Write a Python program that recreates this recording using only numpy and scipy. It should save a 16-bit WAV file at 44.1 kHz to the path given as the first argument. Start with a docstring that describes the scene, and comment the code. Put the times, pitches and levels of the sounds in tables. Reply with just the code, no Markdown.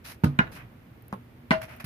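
"""A short rally on a concrete driveway, heard from a stereo microphone pair beside a parked car.
Over a low outdoor rumble a shoe scuffs on grit, and a hollow thump follows at 0.24 s.
A paddle on the right strikes the ball at 0.39 s; the shoes slide, and it bounces on the concrete at 1.13 s.
At 1.51 s a second paddle strikes and rings on to the left; more scuffs follow and a foot lands.
Nearby walls scatter each blow back to the microphones."""
import sys
import numpy as np
from scipy import signal
from scipy.fft import irfft
from scipy.io import wavfile
from scipy.ndimage import uniform_filter1d

SR = 44100
rng = np.random.default_rng(int(sys.argv[2]) if len(sys.argv) > 2 else 0)


def persist_wave(psi):
    """Save psi, clipped to +-1, as 16-bit WAV."""
    counts = np.round(np.clip(psi, -1, 1) * 32767).astype(np.int16)
    wavfile.write(sys.argv[1], SR, np.atleast_2d(counts).T)


N = 81585
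TIME = np.arange(N) / SR
FREQS = np.maximum(np.fft.rfftfreq(N, 1 / SR), 1)
DIFFUSE_PAN_DB = -1.4  # diffuse sound sits slightly to the right
THUD_WIDTH, SNAP_WIDTH = 1.316, 1.444  # upper band edge over centre frequency


def from_db(db):
    """Decibels to gain."""
    return 10 ** (np.asarray(db) / 20)


def over_freq(points):
    """A table read on a log-frequency axis."""
    hz, value = np.transpose(points)
    return np.interp(np.log(FREQS), np.log(hz), value)


def filtered(x, hz, kind, order=2):
    """A Butterworth filter."""
    return signal.sosfilt(signal.butter(order, hz, kind, fs=SR, output="sos"), x)


def fade(start, t60):
    """Full level until the start, then an exponential decay."""
    return np.exp(-np.log(1000) * np.maximum(TIME - start, 0) / t60)


def rise(start, length):
    """A ramp from silence to full level."""
    return np.clip((TIME - start) / max(length, 1 / SR), 0, 1)


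def flicker(depth_db, samples):
    """A gain that wanders at random, smoothed over so many samples."""
    drift = uniform_filter1d(rng.standard_normal(N), size=samples)
    return from_db(depth_db * drift / drift.std())


def delayed(x, t):
    """The same sound, t seconds later."""
    return np.interp(TIME - t, TIME, x, left=0)


def pan(db):
    """Gains at the two microphones; positive favours the left."""
    return from_db(np.array([[db], [-db]]) / 2)


def place(x, pan_db, lag):
    """A point source at the pair; with a positive lag it reaches the left microphone later."""
    return pan(pan_db) * np.array([delayed(x, max(lag, 0)), delayed(x, max(-lag, 0))])


def pulse(t, db, hz, width):
    """A pressure pulse of about two cycles: a thud when low, a snap when high."""
    push = filtered(signal.unit_impulse(N) + 1e-18, [hz / width, hz * width], "band")
    return -from_db(db) * delayed(push / np.abs(push).max(), t)


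# How alike diffuse sound is at the two microphones: f/Hz, correlation
PAIR_CORRELATION = [(100, 0.97), (300, 0.81), (700, 0), (1500, 0), (4000, 0.0014), (12000, 0)]
def noise(spectrum, lift_db=0):
    """Diffuse stereo noise from levels per octave, with an optional lift at each frequency."""
    lowest_hz = spectrum[0][0]
    per_octave = np.sqrt(SR / np.sqrt(2) / np.maximum(FREQS, lowest_hz))
    gain = from_db(over_freq(spectrum) + lift_db) * per_octave * np.minimum(FREQS / lowest_hz, 1)
    alike = over_freq(PAIR_CORRELATION)
    mid, side = np.exp(2j * np.pi * rng.random((2, len(FREQS)))) * gain * np.sqrt(N / 2)
    mid, side = mid * np.sqrt(1 + alike), side * np.sqrt(1 - alike)
    return irfft(np.array([mid + side, mid - side]), N)


# Open air all around the driveway: f/Hz, level/dB per octave
OPEN_AIR = [(20, -84), (45, -66.5), (80, -55.5), (120, -54), (170, -58), (240, -56), (400, -62),
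            (1000, -65.5), (2200, -65), (4000, -74), (7800, -81.5), (11000, -73.5), (15000, -67.5)]
# A machine in the distance: f/Hz, level/dB
MACHINE_HUM = [(120, -55), (240, -61.5)]
def outdoors():
    """A low rumble and faint hiss, with the wavering hum of a distant machine."""
    hum = 0
    for hz, db in MACHINE_HUM:
        waver = flicker(depth_db=4, samples=4001)
        hum += from_db(db) * waver * np.sin(2 * np.pi * (hz * TIME + rng.random()))
    return noise(OPEN_AIR) + hum


# What comes back from far off: f/Hz, relative level/dB per octave
FAR_SPECTRUM = [(60, -3.5), (140, 4), (300, -5.5), (600, -7), (1600, -6.5), (2700, -12), (4500, -27),
                (8000, -41), (15000, -26)]
FAR_RISE_S = 0.038
def far_tail(t, db):
    """The distant surroundings answer a blow with a faint, slow wash."""
    return from_db(db) * noise(FAR_SPECTRUM) * rise(t, FAR_RISE_S) * fade(t, t60=1)


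def wall_scatter(t, db, t60, crack, modes):
    """Nearby walls scatter a blow into noise that keeps the struck body's resonances."""
    width_hz, peak_db, dip_db = 64, 9.5, 3
    peaks = np.max([1 / (1 + ((FREQS - hz) / (width_hz / 2)) ** 2) for hz, _, _ in modes], axis=0)
    lift_db = peak_db * peaks * np.minimum(FREQS / 1000, 1) - dip_db
    arrival = t + 0.0044
    return from_db(db) * noise(crack, lift_db) * rise(arrival, length=0.0017) * fade(arrival, t60)


def near_reflections(strike, pan_db, echoes):
    """The ground, the car and a wall throw back the bright part of a strike."""
    bright = filtered(strike, 700, "high")
    return sum(from_db(db) * place(delayed(bright, delay), pan_db, lag) for delay, db, lag in echoes)


# A sole's hiss and rasp, and one grain's crack: f/Hz, relative level/dB per octave
HISS_SPECTRUM = [(1500, -7), (3500, -6), (5500, -4), (7800, -13.5), (10500, -1), (13000, -1), (15000, -8)]
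RASP_SPECTRUM = [(200, -35.5), (600, -6), (1000, -4.5), (1500, 0), (2500, 1.5), (4000, -20), (8000, -37)]
GRAIN_SPECTRUM = [(2000, -26), (7500, -32), (10000, -2), (13000, -1), (15000, 8)]
# Slides on the driveway: t/s, attack/s, hold/s, t60/s, hiss level/dB, rasp level/dB
SLIDES = [(0.04, 0.015, 0.065, 0.11, -46.5, -51), (0.24, 0.0015, 0.0055, 0.015, -39, -34),
          (0.513, 0.01, 0.043, 0.18, -52.5, -59), (0.553, 0.0054, 0.063, 0.13, -88, -52),
          (1.6145, 0.0014, 0.003, 0.068, -44.5, -40.5), (1.628, 0.0013, 0.0082, 0.13, -50, -46),
          (1.675, .02, 0.042, .3, -61, -50.5), (1.798, 0.0025, 0.0039, .11, -50, -44),
          (1.8415, 0.0025, .02, .1, -42.5, -45.5)]
# Single grains underfoot: t/s, level/dB, t60/s
GRAIN_TICKS = [(1.023, -53.5, 0.023), (1.0821, -42, 0.0081), (1.144, -58, 0.011), (1.764, -52, 0.043)]
# The thud of a landing foot: t/s, level/dB, f/Hz
FOOT_THUD = (1.8415, -29.5, 130)
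def shoes():
    """Soles slide over grit with a grainy hiss and rasp; single grains tick and a foot lands."""
    hiss, rasp = noise(HISS_SPECTRUM), noise(RASP_SPECTRUM)
    graininess = flicker(depth_db=2, samples=49)
    slides = 0
    for t, attack, hold, t60, hiss_db, rasp_db in SLIDES:
        envelope = rise(t, attack) * fade(t + attack + hold, t60)
        slides += envelope * (from_db(hiss_db) * hiss + from_db(rasp_db) * rasp)
    ticks = sum(from_db(db) * (TIME > t) * fade(t, t60) for t, db, t60 in GRAIN_TICKS)
    return graininess * slides + ticks * noise(GRAIN_SPECTRUM) + pulse(*FOOT_THUD, THUD_WIDTH)


def paddle_face(t):
    """The left paddle's face rings on through the swing, then dies away into the surroundings."""
    hz, note_db, wash_db = 641, -25, -45.5
    release = t + 0.056
    note = from_db(note_db) * np.sin(2 * np.pi * hz * (TIME - t))
    note *= rise(t, length=0.0091) * fade(release, t60=0.18)
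    wash = filtered(rng.standard_normal((2, N)), [hz - 15, hz + 15], "band", order=1)
    wash *= from_db(wash_db) / wash.std() * rise(t, FAR_RISE_S) * fade(release, t60=1)
    return place(note, pan_db=7.5, lag=0.00031) + wash


def ring(t, modes):
    """Decaying sines set off by one blow; neighbouring modes swing in opposite directions."""
    age = np.maximum(TIME - t, 0)
    return sum((-1) ** k * from_db(db) * np.sin(2 * np.pi * hz * age) * fade(t, t60)
               for k, (hz, db, t60) in enumerate(modes))


def blow(contact, snap, echoes, modes, crack):
    """One contact rings, snaps, cracks and thuds; it reaches the pair directly and by reflection."""
    t, pan_db, lag, thud_db, thud_hz, crack_db, scatter_db, scatter_t60, far_db = contact
    snap_delay, snap_db, snap_hz = snap
    burst = from_db(crack_db) * noise(crack)[0] * (TIME > t) * fade(t, t60=0.017)
    click = pulse(t + snap_delay, snap_db, snap_hz, SNAP_WIDTH)
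    strike = ring(t, modes) + click + filtered(burst, 300, "high")
    direct = place(strike + pulse(t, thud_db, thud_hz, THUD_WIDTH), pan_db, lag)
    diffuse = wall_scatter(t, scatter_db, scatter_t60, crack, modes) + far_tail(t, far_db)
    return direct + near_reflections(strike, pan_db, echoes) + pan(DIFFUSE_PAN_DB) * diffuse


# The modes each contact sets ringing: f/Hz, level/dB, t60/s
THUMP_RING = [(86, -45, 0.75), (140.1, -20, 0.42), (148.5, -17.5, 0.24), (203, -28, .14),
              (245.3, -22.5, 0.29), (303.4, -26.5, 0.22), (428, -33, .11), (593, -39.5, 0.072),
              (887, -23.5, 0.05), (1036, -32.5, 0.11), (1237, -37, 0.15), (1470, -20.5, 0.02),
              (2300, -45, .03)]
RIGHT_PADDLE_RING = [(402, -32.5, 0.23), (643, -41, 0.24), (813, -21, 0.021), (1014, -16.5, 0.023),
                     (1460, -16, 0.1), (1703, -14, 0.05), (1976, -29.5, 0.097), (2130, -22.5, 0.015),
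                     (2492, -21.5, 0.037), (2877, -23, 0.035), (3865, -26.5, 0.027)]
BOUNCE_RING = [(192, -26.5, 0.1), (324, -43, 0.047), (880, -27.5, 0.014), (1069, -30, .09),
               (1334, -30, 0.013)]
LEFT_PADDLE_RING = [(199.4, -34, 0.19), (730, -31, .1), (809, -30, .09), (1010, -18.5, 0.046),
                    (1430, -18, 0.04), (1561.5, -24, 0.13), (1880, -29, 0.018), (2047, -17.5, 0.047),
                    (2340, -15, 0.01), (2740, -34.5, .18), (2910, -30, 0.058), (2970, -31.5, 0.071),
                    (3240, -41, 0.05), (4256, -38, 0.091)]
# The noisy part of each contact: f/Hz, relative level/dB per octave
THUMP_CRACK = [(30, -52), (90, -20), (220, -26.5), (450, -29), (1100, -40.5), (2300, -42.5), (4500, -40),
               (7800, -52.5), (11000, -41.5), (15000, -49)]
RIGHT_PADDLE_CRACK = [(60, -44), (170, -20.5), (450, -36.5), (800, -30), (1500, -27), (2800, -35.5),
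                      (4500, -44), (6300, -51), (8000, -65), (14000, -60)]
BOUNCE_CRACK = [(70, -73), (200, -45), (550, -36.5), (1100, -45.5), (1800, -47.5), (3200, -52), (5000, -66),
                (7800, -69), (11000, -51.5), (15000, -56)]
LEFT_PADDLE_CRACK = [(60, -61), (160, -17.5), (450, -28.5), (800, -23), (1900, -21.5), (3000, -29),
                     (4800, -32), (7800, -49), (10500, -38.5), (15000, -55)]
# The four contacts at the microphones: t/s, left over right/dB, left lag/s, thud level/dB, thud f/Hz,
# crack level/dB, scatter level/dB, scatter t60/s, far tail level/dB
CONTACTS = [(.2365, -2.5, .0003, -10.5, 153, -5, 1, 0.16, -46.5),
            (.3893, -2.5, .00032, -12.5, 177, 6, 1, 0.17, -43),
            (1.1267, -0.5, -.00017, -30.5, 182, 5, -0.5, 0.15, -65),
            (1.5075, -1, -.00026, -13, 182, -2.5, -1.5, .17, -49.5)]
# The hard snap of each: delay after first touch/s, peak level/dB, centre f/Hz
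CONTACT_SNAPS = [(0.01, -29, 4100), (0.000167, -15.5, 2200), (0.00022, -29, 1160), (.0002, -17, 2350)]
# Paths by way of the ground, the car and a wall, a list per contact: delay/s, level/dB, left lag/s
NEAR_PATHS = [
    [(.0075, -8.5, 0.018), (.0103, -12, 0.003), (.031, -13, 0.0039)],
    [(.0022, 1, .00035), (.0065, -14.5, 0.0075), (.080, -27, -0.0075)],
    [(.0072, -6, 0.000077), (.0135, -9.5, .0002)],
    [(.0054, -4, -.00015), (.0114, -12.5, 0.0053), (.0165, -22, -0.026)],
]
def rally():
    """The hollow thump, the right paddle, the bounce, and the left paddle with its lingering note."""
    bodies = [(THUMP_RING, THUMP_CRACK), (RIGHT_PADDLE_RING, RIGHT_PADDLE_CRACK),
              (BOUNCE_RING, BOUNCE_CRACK), (LEFT_PADDLE_RING, LEFT_PADDLE_CRACK)]
    sound = paddle_face(t=CONTACTS[-1][0])
    for contact, snap, echoes, (modes, crack) in zip(CONTACTS, CONTACT_SNAPS, NEAR_PATHS, bodies):
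        sound += blow(contact, snap, echoes, modes, crack)
    return sound


def scene():
    """Ball, shoes and open air as they arrive beside the car."""
    return rally() + pan(DIFFUSE_PAN_DB) * (shoes() + outdoors())


def record(dry):
    """The microphones thin the deepest bass and cut the top steeply."""
    low_cut_hz, high_cut_hz = 24, 14800
    top_cut = signal.ellip(10, 0.2, 80, high_cut_hz, fs=SR, output="sos")
    return signal.sosfilt(top_cut, filtered(dry, low_cut_hz, "high"))


dry = scene()
out = record(dry)
persist_wave(out)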